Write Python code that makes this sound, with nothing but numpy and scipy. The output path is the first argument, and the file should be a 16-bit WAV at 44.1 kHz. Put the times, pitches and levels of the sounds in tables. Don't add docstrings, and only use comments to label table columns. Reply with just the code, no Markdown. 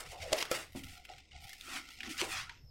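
import sys
import numpy as np
from scipy import signal
from scipy.fft import rfft, irfft
from scipy.io import wavfile
from scipy.ndimage import map_coordinates

SR = 44100
rng = np.random.default_rng(int(sys.argv[2]) if len(sys.argv) > 2 else 0)


def bounce(signal):
    frames = np.transpose(np.atleast_2d(signal))
    limited = np.clip(frames, -1, 1)
    pcm = np.round(limited * 32767).astype(np.int16)
    wavfile.write(sys.argv[1], SR, pcm)


N = 119070
T = np.arange(N) / SR

# (time [s], level [dB])
CUT_LEVEL = [(0, -57.5), (.6, -60), (.73, -65.5), (.8, -58), (.97, -58.5), (1.02, -63.5), (1.075, -66.5),
             (1.095, -56.5), (1.19, -60), (1.23, -68.5), (1.3, -70), (1.34, -57.5), (1.45, -58), (1.5, -55),
             (1.58, -57), (1.7, -61), (1.88, -54.5), (1.98, -56), (2.45, -71), (2.55, -67), (2.62, -97)]
# (frequency [Hz], relative level [dB])
CUT_COLOUR = [(200, -12), (500, -29), (900, -10), (1150, -23), (1650, -33), (1850, 0), (2100, 8.5),
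              (2450, 3), (3000, 1.5), (4200, -1.5), (5200, 0), (6500, -8.5), (8500, -10.5), (12000, -54),
              (16000, -38)]
# (time [s], level [dB])
FIZZ_LEVEL = [(0, -70), (.32, -74), (.39, -46.5), (.48, -72), (.53, -53), (.68, -75), (.8, -61), (.96, -67),
              (1.03, -82), (1.15, -77), (1.25, -95), (1.34, -106), (1.42, -66), (1.55, -67), (1.85, -71.5),
              (1.95, -66), (2.0, -76), (2.11, -60), (2.4, -87), (2.52, -110)]
# (frequency [Hz], relative level [dB])
FIZZ_COLOUR = [(4000, -32), (7500, -10.5), (9500, 2.5), (12000, 2.5), (16000, -1)]
# (time [s], lower level [dB], upper level [dB])
RINGING = [(0, -62, -63.5), (.7, -85, -94), (.8, -70, -65), (.97, -66.5, -66.5), (1.02, -69, -79),
           (1.075, -82, -74), (1.093, -59, -60.5), (1.19, -67, -73), (1.24, -87, -104), (1.315, -91, -90),
           (1.337, -62.5, -72), (1.428, -63, -73), (1.55, -66.5, -81), (1.61, -79, -71), (1.69, -71, -55),
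           (1.76, -52.5, -57), (1.86, -78, -62), (1.92, -88, -68), (1.979, -78, -77), (2.07, -60, -52.5),
           (2.16, -68, -57.5), (2.38, -51, -64), (2.52, -93, -61), (2.6, -101, -101)]
LOWER_HZ, LOWER_WIDTH_HZ = 751, 103
UPPER_HZ, UPPER_WIDTH_HZ = 1373, 147
FIBRES_PER_S, FIBRE_SPREAD_DB = 1800, 2.5
CLUMP_DB, CLUMP_HZ = 2.5, 71
CATCH_DB, CATCH_HZ = 3, 27.7

# (start [s], level [dB], fade time [s], treble relative to level [dB], pitch [Hz])
TICKS = [(.005, -52, 0.0027, 20, 2180), (0.452, -40, 0.005, 0.5, 1860), (0.565, -45, 0.0018, 4, 2200),
         (0.835, -44.5, 0.0046, 1.5, 3100), (0.884, -52.5, 0.0053, 4, 3250),
         (1.051, -44, 0.0048, -3.5, 2680), (1.09, -45.5, 0.0027, -16, 2880),
         (1.136, -44.5, 0.0022, -21, 2930), (1.181, -48, 0.0066, -7, 2500),
         (1.316, -50.5, 0.0045, -26, 2800), (1.493, -45, 0.004, 5, 2050), (1.53, -43.5, 0.0058, 4, 1970),
         (1.61, -38.5, 0.0028, -2, 3550), (1.766, -35.5, 0.0025, -17, 1900), (2.004, -36, 0.006, -12, 2600),
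         (2.031, -35, 0.0058, -15, 2020), (2.092, -37, 0.0039, -6, 2780), (2.179, -49, 0.002, 16, 2600),
         (2.494, -35.5, 0.0052, -30, 2140)]
TICK_WIDTH_HZ, TICK_BAND_HZ = 530, [1360, 3850]
TICK_RING_DB, TICK_BROAD_DB = -4, -6.5

# (start [s], crack level [dB], crack fade time [s], treble relative to crack [dB],
# pop pitch [Hz], pop level [dB], time for the pop to fall 60 dB [s])
SNAPS = [(0.187, -75, .002, -6, 770, -46.5, 0.12), (0.3202, -44, 0.0028, 5, 620, -28.5, 0.074),
         (0.3276, -28, 0.0048, 1, 568, -22.5, 0.032), (0.3301, -30.5, 0.00063, -20, 644, -22, 0.035),
         (0.3315, -13, 0.00045, -21, 500, -51, 0.025), (0.426, -24, 0.0018, -10.5, 1085, -26, 0.006),
         (.514, -28, 0.0024, 4, 507.5, -21.5, 0.039), (0.5177, -41, 0.0027, -16, 1313, -32.5, 0.076),
         (2.2148, -17.5, 0.00042, -22, 2170, -24, 0.012), (2.22, -54, 0.0022, -8, 368, -32, 0.069)]
CRACK_LOW_HZ, CRACK_HIGH_HZ = 1000, 5500
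SIDE_DB = -12

# (peak time [s], rise [s], fall [s], level of the middle range [dB],
# body relative to middle, before BODY_DB [dB], top relative to middle, before TOP_DB [dB])
RUSTLES = [(.004, 0.023, 0.023, -51.5, 15.5, 11.5), (.065, 0.014, 0.011, -52.5, 8.5, 4),
           (0.12, 0.028, 0.022, -51.5, -15, 7.5), (0.225, 0.011, 0.021, -44, -20, 2),
           (.315, 0.089, 0.036, -52.5, 6, 2.5), (0.347, 0.018, 0.084, -45.5, 6.5, 2.5),
           (.386, 0.0077, 0.011, -36, -8, 0), (0.411, 0.012, 0.02, -37, -2.5, -0.5),
           (.485, 0.09, 0.036, -60, 18.5, -1), (0.522, 0.011, 0.013, -39.5, 3, 6),
           (0.554, 0.025, 0.021, -39.5, 8, 6), (0.595, 0.023, 0.045, -48, 10, 7),
           (0.767, 0.01, 0.036, -51.5, -36, 7), (.90, 0.014, 0.07, -57, -19, 5),
           (1.68, 0.067, 0.086, -54.5, -19, 7), (1.765, 0.07, 0.034, -43, 7, 3),
           (2.066, 0.026, 0.018, -46.5, 2, -3.5), (2.109, 0.013, 0.035, -44.5, -10, 5),
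           (2.208, 0.028, 0.021, -36, 1, 2), (2.244, 0.014, 0.024, -44, 7, 7.5),
           (2.327, 0.043, 0.028, -43, 4, 7.5), (2.373, 0.058, 0.059, -40.5, 8, -1),
           (2.52, 0.04, 0.064, -61, -3, -15)]
# (frequency [Hz], relative level [dB])
RUSTLE_BODY = [(200, 0.5), (450, -16), (650, -1), (780, -1.5), (1000, 4.5), (1350, 11.5), (1650, 4.5),
               (2100, -1.5), (4000, -117)]
RUSTLE_MID = [(900, -39), (1550, -11), (1950, 5), (2900, 4), (3900, -1.5), (5300, 0), (6800, -7.5),
              (9000, -28), (16000, -72)]
RUSTLE_TOP = [(3500, -81), (6000, -4.5), (7600, 2.5), (9600, 0.5), (10800, -5.5), (15500, -11)]
BODY_DB, TOP_DB = -13.5, -11.5
GRAINS_PER_S, GRAIN_SPREAD_DB = 11000, 3.5
CRACKLE_DB, CRACKLE_HZ = 0.5, 220
SWELL_SHAPE = 1.63

# (peak time [s], rise [s], fall [s], pitch [Hz], width [Hz], level [dB])
FLAPS = [(.01, 0.024, 0.064, 567, 428, -57), (.132, 0.014, 0.052, 586, 332, -49.5),
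         (0.165, 0.0055, 0.009, 685, 263, -51.5), (0.24, 0.025, 0.029, 614, 189, -47.5),
         (.29, 0.045, 0.083, 530, 197, -50), (0.338, 0.0053, 0.0081, 557, 256, -37),
         (0.364, 0.043, 0.072, 513, 526, -42.5), (0.522, 0.0098, 0.014, 427, 274, -40.5),
         (0.554, 0.046, 0.065, 490, 480, -48), (0.751, 0.0017, 0.038, 620, 384, -53),
         (0.769, 0.0046, 0.082, 242, 128, -51), (1.094, 0.0072, 0.048, 530, 270, -60.5),
         (1.684, 0.006, 0.014, 463, 380, -56), (1.745, 0.062, 0.1, 272, 62.6, -56),
         (2.097, 0.052, 0.04, 260, 88, -47.5), (2.223, 0.017, 0.05, 720, 586, -43.5),
         (2.23, 0.011, 0.051, 364, 172, -45.5), (2.50, 0.0074, 0.034, 948, 127, -56.5)]

# (time [s], level [dB])
KNOCKS = [(.751, -40.5), (.7595, -38.5)]
# (pitch [Hz], level relative to landing [dB], time to fall 60 dB [s])
KNOCK_MODES = [(220, -6, 0.12), (269.6, -3, 0.26), (345, -8, 0.094), (570, -8.5, 0.046), (752, -10, 0.13),
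               (890, -18, 0.069)]

# (peak time [s], rise [s], fall [s], level [dB])
BUMPS = [(.08, .03, 0.049, -52), (.255, 0.071, 0.06, -51), (.76, 0.017, 0.019, -55),
         (.88, 0.21, 0.083, -53), (1.17, 0.067, 0.03, -60), (1.365, 0.031, 0.019, -51.5),
         (1.45, 0.05, 0.012, -52.5), (2.35, 0.36, 0.34, -58), (2.656, 0.042, 0.029, -51)]
# (frequency [Hz], relative level [dB])
BUMP_COLOUR = [(25, 7), (50, 0.5), (78, 13), (105, 3), (150, 0.5), (220, -24), (400, -53)]

BOUNCE_S, BOUNCE_WANDER_S, BOUNCE_HZ, BOUNCE_GAIN = 0.00121, 0.000223, 6.9, 0.62
ROOM_T60_S, ROOM_DB, ROOM_TOP_HZ = 0.3, -16.5, 5760

# (frequency [Hz], relative level [dB])
RUMBLE_COLOUR = [(20, 2.5), (45, 0), (62, 0), (80, 1.5), (105, -15.5), (150, -12.5), (260, -12.5),
                 (500, -19), (2000, -40.5), (5500, -33), (11000, -52)]
RUMBLE_DB = -64
# (time [s], pitch [Hz], level [dB])
SQUEAK = [(2.54, 5330, -110), (2.565, 5270, -74), (2.665, 5340, -69), (2.695, 5100, -68.5)]
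WAVER_HZ, WAVERS_PER_S = 85, 31
WHINE_HZ, WHINE_DB, WHINE_START_S = 11832, -82, 2.51
CUTOFF_HZ = 15900


def cutting():
    clumps = from_db(CLUMP_DB * slow(CLUMP_HZ))
    fibres = clumps * (grains(FIBRES_PER_S, FIBRE_SPREAD_DB) + 0.51 * rng.standard_normal(N))
    crunch = level_over_time(CUT_LEVEL) * colour(over_counter(fibres), CUT_COLOUR)
    fizz = level_over_time(FIZZ_LEVEL) * colour(over_counter(fibres), FIZZ_COLOUR)

    s, lower_db, upper_db = np.transpose(RINGING)
    lower_push = fibres * from_db(CATCH_DB * slow(CATCH_HZ))
    upper_push = fibres * from_db(CATCH_DB * slow(CATCH_HZ))
    lower = from_db(np.interp(T, s, lower_db)) * resonate(lower_push, LOWER_HZ, LOWER_WIDTH_HZ)
    upper = from_db(np.interp(T, s, upper_db)) * resonate(upper_push, UPPER_HZ, UPPER_WIDTH_HZ)
    return crunch + fizz + lower + upper


def ticks():
    rings, broad_rows = 0, []
    for s, db, length_s, treble_db, hz in TICKS:
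        band = [hz - TICK_WIDTH_HZ / 2, hz + TICK_WIDTH_HZ / 2]
        rings = rings + from_db(db) * butter(burst(s, length_s), band, "band")
        broad_rows.append((s, db + TICK_BROAD_DB, length_s, treble_db - TICK_BROAD_DB))
    broad = butter(cracks(broad_rows, *TICK_BAND_HZ), 1200, "high")
    return broad + from_db(TICK_RING_DB) * np.sqrt(SR / 2 / TICK_WIDTH_HZ) * rings


def snap_cracks():
    return cracks([row[:4] for row in SNAPS], CRACK_LOW_HZ, CRACK_HIGH_HZ)


def snaps():
    out = snap_cracks()
    for s, _, _, _, hz, db, t60 in SNAPS:
        out = out + ring(s, hz, db, t60)
    return out


def rustle():
    body, mid, top = 0, 0, 0
    for s, rise_s, fall_s, db, body_db, top_db in RUSTLES:
        power = (from_db(db) * swell(s, rise_s, fall_s)) ** 2
        body = body + power * from_db(body_db) ** 2
        mid = mid + power
        top = top + power * from_db(top_db) ** 2
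    slips = from_db(CRACKLE_DB * slow(CRACKLE_HZ)) * grains(GRAINS_PER_S, GRAIN_SPREAD_DB)
    top_slips = grains(GRAINS_PER_S, GRAIN_SPREAD_DB)
    body_sound = from_db(BODY_DB) * np.sqrt(body) * colour(slips, RUSTLE_BODY)
    mid_sound = np.sqrt(mid) * colour(over_counter(slips), RUSTLE_MID)
    top_sound = from_db(TOP_DB) * np.sqrt(top) * colour(over_counter(top_slips), RUSTLE_TOP)
    return body_sound + mid_sound + top_sound


def flaps():
    out = 0
    for s, rise_s, fall_s, hz, width_hz, db in FLAPS:
        shape = swell(s, rise_s, fall_s)
        drumming = rms_one(shape * resonate(rng.standard_normal(N), hz, width_hz))
        out = out + from_db(db) * np.sqrt(np.mean(shape ** 2)) * drumming
    return out


def knocks():
    out = 0
    for s, db in KNOCKS:
        for hz, mode_db, t60 in KNOCK_MODES:
            out = out + ring(s, hz, db + mode_db, t60)
    return out


def bumps():
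    power = 0
    for s, rise_s, fall_s, db in BUMPS:
        power = power + (from_db(db) * swell(s, rise_s, fall_s)) ** 2
    return np.sqrt(power) * colour(rng.standard_normal(N), BUMP_COLOUR)


def over_counter(x):
    pace = [(1, 0), (BOUNCE_HZ, 0), (4 * BOUNCE_HZ, -40), (40 * BOUNCE_HZ, -160)]
    delay_s = BOUNCE_S + BOUNCE_WANDER_S * colour(rng.standard_normal(N), pace)
    echo = map_coordinates(x, [(T - delay_s) * SR], order=3)
    return (x + BOUNCE_GAIN * echo) / np.hypot(1, BOUNCE_GAIN)


def room(x):
    age = T[:SR // 2]
    tail = butter(rng.standard_normal(len(age)), [200, ROOM_TOP_HZ], "band", order=1)
    tail = tail * from_db(-60 * age / ROOM_T60_S) * (age > .004)
    return from_db(ROOM_DB) * signal.fftconvolve(x, tail / np.sqrt(np.sum(tail ** 2)))[:N]


def background():
    rumble = from_db(RUMBLE_DB) * colour(rng.standard_normal(N), RUMBLE_COLOUR)
    s, hz, db = np.transpose(SQUEAK)
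    pitch = np.interp(T, s, hz) + WAVER_HZ * np.sin(2 * np.pi * WAVERS_PER_S * T)
    tone = np.sin(2 * np.pi * np.cumsum(pitch) / SR)
    squeak = from_db(np.interp(T, s, db)) * tone * (1 + 0.72 * slow(200))
    whine = from_db(WHINE_DB) * np.sin(2 * np.pi * WHINE_HZ * T) * (T > WHINE_START_S)
    return rumble + squeak + whine


def cracks(rows, low_hz, high_hz):
    middle, treble = 0, 0
    for s, db, length_s, treble_db in rows:
        middle = middle + from_db(db) * burst(s, length_s)
        treble = treble + from_db(db + treble_db) * burst(s, length_s)
    middle = np.sqrt(SR / 2 / (high_hz - low_hz)) * butter(middle, [low_hz, high_hz], "band")
    return middle + 1.15 * butter(butter(treble, 2700, "high"), 6100, "low", order=1)


def burst(s, length_s):
    age = np.clip((T - s) / length_s, 0, 40)
    fade = 1.2 * (1 - np.exp(-age / .1)) * np.exp(-age)
    return rms_one(np.tanh(rng.standard_normal(N)) * fade) * np.sqrt(np.mean(fade ** 2))


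def ring(s, hz, db, t60):
    age = np.maximum(T - s, 0)
    return from_db(db - 60 * np.minimum(age / t60, 2)) * np.sin(2 * np.pi * hz * age)


def grains(per_s, spread_db):
    sizes = from_db(spread_db * np.minimum(rng.exponential(1, N), 5)) * rng.choice([-1, 1], N)
    return rms_one(sizes * (rng.random(N) < per_s / SR))


def swell(peak_s, rise_s, fall_s):
    width_s = np.where(T < peak_s, rise_s, fall_s)
    return np.exp(-np.abs((T - peak_s) / width_s) ** SWELL_SHAPE)


def slow(hz):
    return rms_one(butter(rng.standard_normal(N), hz, "low"))


def colour(x, points):
    hz, db = np.transpose(points)
    f = np.maximum(np.fft.rfftfreq(N, 1 / SR), 1)
    gain = from_db(np.interp(np.log(f), np.log(hz), db))
    return rms_one(irfft(rfft(x) * gain, N))


def resonate(x, hz, width_hz, order=2):
    high = np.hypot(hz, width_hz / 2) + width_hz / 2
    return rms_one(butter(x, [high - width_hz, high], "band", order=order))


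def butter(x, hz, kind, order=2):
    sos = signal.butter(order, np.clip(hz, 10, .45 * SR), kind, fs=SR, output="sos")
    return signal.sosfilt(sos, x + 1e-18)


def level_over_time(points):
    return from_db(np.interp(T, *np.transpose(points)))


def from_db(db):
    return 10 ** (np.asarray(db) / 20)


def rms_one(x):
    return x / np.sqrt(np.mean(x ** 2) + 1e-20)


def scene():
    dry = cutting() + ticks() + snaps() + rustle() + flaps() + knocks() + bumps()
    side = from_db(SIDE_DB) * butter(snap_cracks(), 6200, "high", order=8)
    return dry + room(dry) + background() + side * np.array([[1], [-1]])


def record(dry):
    return signal.sosfilt(signal.ellip(10, .2, 80, CUTOFF_HZ, fs=SR, output="sos"), dry)


dry = scene()
out = record(dry)
bounce(out)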